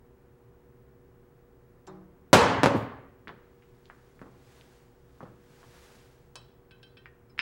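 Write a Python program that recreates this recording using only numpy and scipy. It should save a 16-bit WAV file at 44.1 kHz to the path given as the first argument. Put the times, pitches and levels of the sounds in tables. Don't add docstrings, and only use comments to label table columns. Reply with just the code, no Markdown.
import sys
import numpy as np
from scipy import signal
from scipy.fft import rfft, irfft
from scipy.io import wavfile
from scipy.ndimage import uniform_filter1d

SR = 44100
rng = np.random.default_rng(int(sys.argv[2]) if len(sys.argv) > 2 else 0)


def dump_mix(stems):
    frames = np.atleast_2d(stems).T
    limited = np.clip(frames, -1, 1)
    pcm = np.round(limited * 32767).astype(np.int16)
    wavfile.write(sys.argv[1], SR, pcm)


N = 326781

# band_hz, t60_s
ROOM_DECAY = [(100, 0.94), (260, 0.58), (700, 0.68), (1840, 0.8), (4850, 0.5), (8000, 0.39), (13000, 0.27)]
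# freq_hz, relative_db
AIR_COLOUR = [(12, -19.5), (22, 4), (31, 3), (42, -6.5), (65, -1.5), (92, -10.5), (124, 0.5), (183, -11.5),
              (270, -8), (310, -17), (387, -10.5), (445, -16), (490, -12.5), (560, -18.5), (1100, -23),
              (1800, -28), (2600, -36.5), (4100, -43), (15000, -47)]
# pitch_hz, level_db
HUM_LINES = [(30.5, -71.5), (64.6, -71), (119.8, -67.5), (241, -78.5), (360.3, -65), (388.5, -68),
             (479.6, -64.5), (15735, -76.5), (15743, -89.5)]
# freq_hz, relative_db
CLOTH_COLOUR = [(290, -40), (500, -6.5), (545, -10.5), (859, -8.5), (1330, -12), (1650, -10), (1800, -12.5),
                (7160, -20.5), (15000, -30.5)]
# peak_s, half_length_s, level_db
ARM_MOVES = [(4.119, .42, -71.5), (4.553, 0.097, -63), (4.76, 0.093, -67.5), (5.2, .12, -71.5),
             (5.566, 0.074, -66), (5.836, 0.17, -59)]
# start_s, level_db, pitch_hz, rattle_relative_db, thump_relative_db
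KNOCK_HITS = [(3.2736, -29, 1500, -4, -9), (3.2808, -36, 2960, -2, -24), (3.2924, -29.5, 1260, -2.5, -9.5),
              (3.6233, -52, 2110, 1.5, -27), (3.8564, -46, 3480, -6, -22), (3.8998, -32.5, 1300, -3.5, -26),
              (4.193, -43.5, 1610, -5.5, -24), (4.2160, -39, 1294, -2.5, 4), (4.259, -47.5, 1000, 6, -4),
              (4.6112, -42, 3100, -12, -16), (5.2062, -34, 1000, -0.5, -7.5), (5.2300, -43, 483, 4, 7.5),
              (5.254, -43.5, 1040, 5.5, -8), (5.6305, -41.5, 1170, -4, -17), (6.3556, -41.5, 870, 5, -24),
              (6.3571, -33.5, 5900, -12, -38), (7.0580, -34, 1740, -4.5, -34),
              (7.3787, -31.5, 1920, 3, -20), (7.392, -10, 2200, -4.5, -39)]
# start_s, hanger_db, plate_db, pitch_hz
CLINK_HITS = [(6.3559, -40, -47, 4795), (6.7102, -50.5, -73, 2230), (6.8304, -49.5, -76, 3100),
              (6.873, -70.5, -79, 4460), (6.9707, -50.5, -63, 2250), (7.057, -81, -50, 1850),
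              (7.297, -68.5, -55.5, 6020), (7.3848, -55, -37.5, 6000), (7.3922, -57, -28.5, 5500)]
# start_s, level_db, brightness_hz, rattle_relative_db
CRASH_HITS = [(2.3303, 6.5, 6200, 9.5), (2.3374, 9, 12000, -2), (2.3750, -10, 1800, -1.5),
              (2.4318, -12, 2200, 2.5), (2.530, -20, 1300, -2), (2.6335, -2, 3550, 2.5),
              (2.6598, -0.5, 2410, -0.5), (2.7076, -22, 930, 7.5), (2.7469, -14.5, 457, 2)]
# freq_hz, relative_db
CRASH_COLOUR = [(24, -58), (40, -24.5), (108, -5), (165, -10.5), (263, -4.5), (373, -8.5), (554, -4.5),
                (659, -8.5), (933, -7.5), (1530, -14), (1730, -15), (1920, -17), (7130, -25.5),
                (10500, -30.5), (15000, -40.5)]
# pitch_hz, relative_db, t60_s
HANGER_RING = [(1532, -5, 0.22), (2590, 0, 0.12), (3103, -4.5, 0.13), (3390, -10, 0.091),
               (3940, -12.5, 0.33), (4480, -21, 0.15), (5160, -12, 0.12), (5360, -21, 0.15),
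               (7920, -26, 0.14), (8726, -16, 0.13), (9310, -11, 0.11)]
# pitch_hz, relative_db, t60_s
PLATE_RING = [(1580, 4, 0.045), (1860, -6, 0.34), (2340, 9, 0.039), (4920, -8, 0.094), (5200, -5, 0.063)]
# pitch_hz, relative_db, t60_s
STAND_TWANG = [(151, -15, .8), (188, -8.5, 0.99), (319.2, -8.5, 0.69), (374, -5.5, 0.6), (593, -13.5, 0.69),
               (810, -12.5, .37), (3690, -24, 0.17), (4100, -28, 0.18), (5400, -24, 0.12),
               (7300, -8, 0.056)]
# pitch_hz, relative_db, t60_s
BENCH_RING = [(115, 1, 0.46), (191, -8.5, 0.56), (270.4, 4.5, 0.8), (317, -2, 0.26), (411, 4, 0.63),
              (441, 1, 0.66), (570, 3, 0.71), (706, 3, 0.63), (744, -1, 0.55), (841.5, -0.5, 0.61),
              (920.4, 4, .5), (1056, 4, .55), (1147, -1, 0.62), (1235, 1, 0.6)]
# pitch_hz, relative_db, t60_s
IRON_RING = [(1300, -17.5, 1.2), (1740, -3.5, .42), (2220, 5.5, 0.38), (2440, -8, 0.43), (2900, -6, .35),
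             (3140, -4.5, 0.3), (3920, -7.5, .4), (4270, -11.5, 0.55), (6150, 0, .25)]
# pitch_hz, relative_db, t60_s
WEIGHT_RING = [(7000, -11.5, .24), (8323, -11, .23), (9636, -11, .18), (11390, -12, .26), (13420, -15, .28),
               (14430, -12, .33)]

CLICK_HZ = np.fft.rfftfreq(4096, 1 / SR) + 1


def amp(db):
    return 10 ** (np.asarray(db) / 20)


def unit_rms(x):
    return x / np.sqrt(np.mean(x ** 2) + 1e-20)


def curve_at(points, hz):
    point_hz, value = np.transpose(points)
    return np.interp(np.log(hz + 1), np.log(point_hz + 1), value)


def noise(colour):
    gain = amp(curve_at(colour, np.fft.rfftfreq(N, 1 / SR)))
    return unit_rms(irfft(rfft(rng.standard_normal(N)) * gain, N))


def drift(rate_hz):
    gain = np.exp(-(np.fft.rfftfreq(N, 1 / SR) / rate_hz) ** 2)
    return unit_rms(irfft(rfft(rng.standard_normal(N)) * gain, N))


def click(spectrum):
    log_gain = np.log(np.maximum(spectrum / spectrum.max(), 1e-5))
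    mirrored = np.r_[log_gain, log_gain[-2:0:-1]]
    pulse = np.fft.ifft(np.exp(np.conj(signal.hilbert(mirrored)))).real
    return -pulse / abs(pulse).max()


def band(low_hz, high_hz, low_slope, high_slope=4.0):
    bass_cut = 1 + (low_hz / CLICK_HZ) ** (2 * low_slope)
    treble_cut = 1 + (CLICK_HZ / high_hz) ** (2 * high_slope)
    return 1 / np.sqrt(bass_cut * treble_cut)


def fade_in(sound, rise_s):
    return sound * (1 - np.exp(-np.arange(len(sound)) / SR / rise_s))


def ring(modes, mode_gain=lambda hz: 1, tuning=1, twin_db=-7):
    t = np.arange(2 * SR) / SR
    out = np.zeros(len(t))
    for (hz, db, t60), (split, offset) in zip(modes, rng.uniform(-1, 1, (len(modes), 2))):
        phase = 2 * np.pi * hz * tuning * t
        beat_hz = 9 * split * np.sqrt(hz / 1000)
        twin = fade_in(np.sin(phase + 2 * np.pi * beat_hz * t + np.pi * offset), 0.0084)
        out += mode_gain(hz) * amp(db - 60 * t / t60) * (np.sin(phase) + amp(twin_db) * twin)
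    return fade_in(out, 0.0035)


def room_tail(build_s=0.012, patchy_db=2.0):
    hz, t, wash = signal.stft(rng.standard_normal(SR), SR, nperseg=512)
    clumps = uniform_filter1d(rng.standard_normal(wash.shape), size=3, axis=0)
    clumps = unit_rms(uniform_filter1d(clumps, size=7, axis=1))
    decay = amp(patchy_db * clumps - 60 * t / curve_at(ROOM_DECAY, hz)[:, None])
    tail = fade_in(signal.istft(wash * decay, SR, nperseg=512)[1][:SR], build_s)
    return tail / np.linalg.norm(tail)


def impact(spectrum, rattle_db, room_db, rattle_s, echo_db, echo_s=0.0052):
    t = np.arange(SR) / SR
    rattle = fade_in(rng.standard_normal(SR) * np.exp(-t / rattle_s), 0.0028)
    response = amp(rattle_db) * rattle / np.linalg.norm(rattle) + amp(room_db) * room_tail()
    response[0] += 1
    response[round(echo_s * SR)] += amp(echo_db)
    return signal.fftconvolve(click(spectrum), response)


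def add(mix, start_s, sound):
    part = mix[round(start_s * SR):][:len(sound)]
    part += sound[:len(part)]


def ventilation(air_db=-58):
    t = np.arange(N) / SR
    hum = np.zeros(N)
    for hz, db in HUM_LINES:
        level = amp(db + drift(1.2))
        hum += level * np.sin(2 * np.pi * (hz * t + rng.random()) + 0.15 * drift(2))
    return amp(air_db) * noise(AIR_COLOUR) + hum


def sleeves(uneven_db=0.6):
    t = np.arange(N) / SR
    power = sum((amp(db) / np.cosh((t - peak_s) / half_s)) ** 2 for peak_s, half_s, db in ARM_MOVES)
    return np.sqrt(power) * amp(uneven_db * drift(60)) * noise(CLOTH_COLOUR)


def stand_release(start_s=1.869, snap_db=-46, shudder_db=-40.5, twang_db=-37):
    out = np.zeros(N)
    twang = fade_in(ring(STAND_TWANG), 0.013)
    snap = impact(band(2450, 6500, low_slope=2.5), rattle_db=9, room_db=-3, rattle_s=0.0079, echo_db=-9)
    shudder = impact(band(740, 1100, low_slope=1.6), rattle_db=8, room_db=3, rattle_s=0.02, echo_db=-6)
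    add(out, start_s, amp(snap_db) * snap)
    add(out, start_s + 0.007, amp(shudder_db) * shudder)
    add(out, start_s, amp(twang_db) * twang)
    return out


def hanger_clinks(grip_s=6.83, grip_tuning=1.013, reach_octaves=0.74, half_width_hz=90):
    out = np.zeros(N)
    for start_s, hanger_db, plate_db, pitch_hz in CLINK_HITS:
        def excite(hz):
            strike_spot = amp(3 * rng.standard_normal())
            return strike_spot / (1 + (np.log2(hz / pitch_hz) / reach_octaves) ** 2)
        tuning = grip_tuning if start_s > grip_s else 1
        add(out, start_s, amp(hanger_db) * ring(HANGER_RING, excite, tuning))
        add(out, start_s, amp(plate_db) * ring(PLATE_RING, excite))
        peaks = sum(1 / (1 + ((CLICK_HZ - hz * tuning) / half_width_hz) ** 2) for hz, _, _ in HANGER_RING)
        contact = band(0.5 * pitch_hz, 1.3 * pitch_hz, low_slope=0.46, high_slope=3.0)
        tick = impact(contact * (amp(-14) + peaks), rattle_db=3, room_db=-6, rattle_s=0.005, echo_db=-19)
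        add(out, start_s, amp(hanger_db + 7.5) * tick)
    return out


def bench_knocks():
    out = np.zeros(N)
    bench_top = band(116, 330, low_slope=2.1, high_slope=1.81)
    for start_s, db, pitch_hz, rattle_db, thump_db in KNOCK_HITS:
        spread = 1 + 0.66 / (1 + pitch_hz / 990)
        low_slope = 1.2 + (pitch_hz / 1600) ** 1.5
        contact = band(pitch_hz / spread, pitch_hz * spread, low_slope, high_slope=4.84)
        room_db = -9 + 1.1 * rattle_db
        knock = impact(contact, rattle_db, room_db, rattle_s=0.017, echo_db=-11.5, echo_s=0.0074)
        thump = impact(bench_top, rattle_db=2, room_db=-3, rattle_s=0.0086, echo_db=-15)
        add(out, start_s, amp(db) * (knock + amp(thump_db) * thump))
    return out


def weight_crashes(ring_db_per_db=0.49):
    out = np.zeros(N)
    for start_s, db, bright_hz, rattle_db in CRASH_HITS:
        contact = band(65, bright_hz, low_slope=3.6, high_slope=0.84 + 1200 / bright_hz)
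        colour = amp(curve_at(CRASH_COLOUR, CLICK_HZ)) * contact
        room_db = -10.5 + 1.56 * rattle_db
        hit = impact(colour, rattle_db, room_db, rattle_s=0.013, echo_db=-13, echo_s=0.0057)
        bench = ring(BENCH_RING)
        iron = amp(-1.5) * ring(IRON_RING, lambda hz: 1 / (1 + (hz / bright_hz) ** 2))
        ringing = amp(-39.5) * (bench + iron) + amp(-59.5) * ring(WEIGHT_RING, twin_db=-1)
        add(out, start_s, amp(db) * hit)
        add(out, start_s, amp(ring_db_per_db * db) * ringing)
    shimmer = ring(WEIGHT_RING, twin_db=4)
    reverb = signal.fftconvolve(shimmer, room_tail())[:len(shimmer)]
    add(out, CRASH_HITS[-1][0], amp(-54) * fade_in(shimmer + amp(-10) * reverb, 0.014))
    return out


def scene():
    hits = stand_release() + weight_crashes() + bench_knocks() + hanger_clinks()
    return (hits + sleeves() + ventilation())[None]


def record(dry, ceiling_db=-1.5, threshold_db=-17, duck_db_per_db=0.44, recover_db_per_s=55):
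    drive = dry[0] / amp(ceiling_db)
    clipped = amp(ceiling_db) * drive / (1 + drive ** 6) ** (1 / 6)
    pole = np.exp(-1 / (0.006 * SR))
    level_db = 10 * np.log10(signal.lfilter([1 - pole], [1, -pole], clipped ** 2) + 1e-12)
    recovery_db = np.arange(N) / SR * recover_db_per_s
    held_db = np.maximum.accumulate(level_db + recovery_db) - recovery_db
    limited = clipped * amp(-duck_db_per_db * np.maximum(held_db - threshold_db, 0))
    low_cut = signal.butter(2, 38, "high", fs=SR, output="sos")
    high_cut = signal.firwin(511, 16100, window=("kaiser", 9), fs=SR)
    return signal.oaconvolve(signal.sosfilt(low_cut, limited), high_cut, "same")[None]


dry = scene()
out = record(dry)
dump_mix(out)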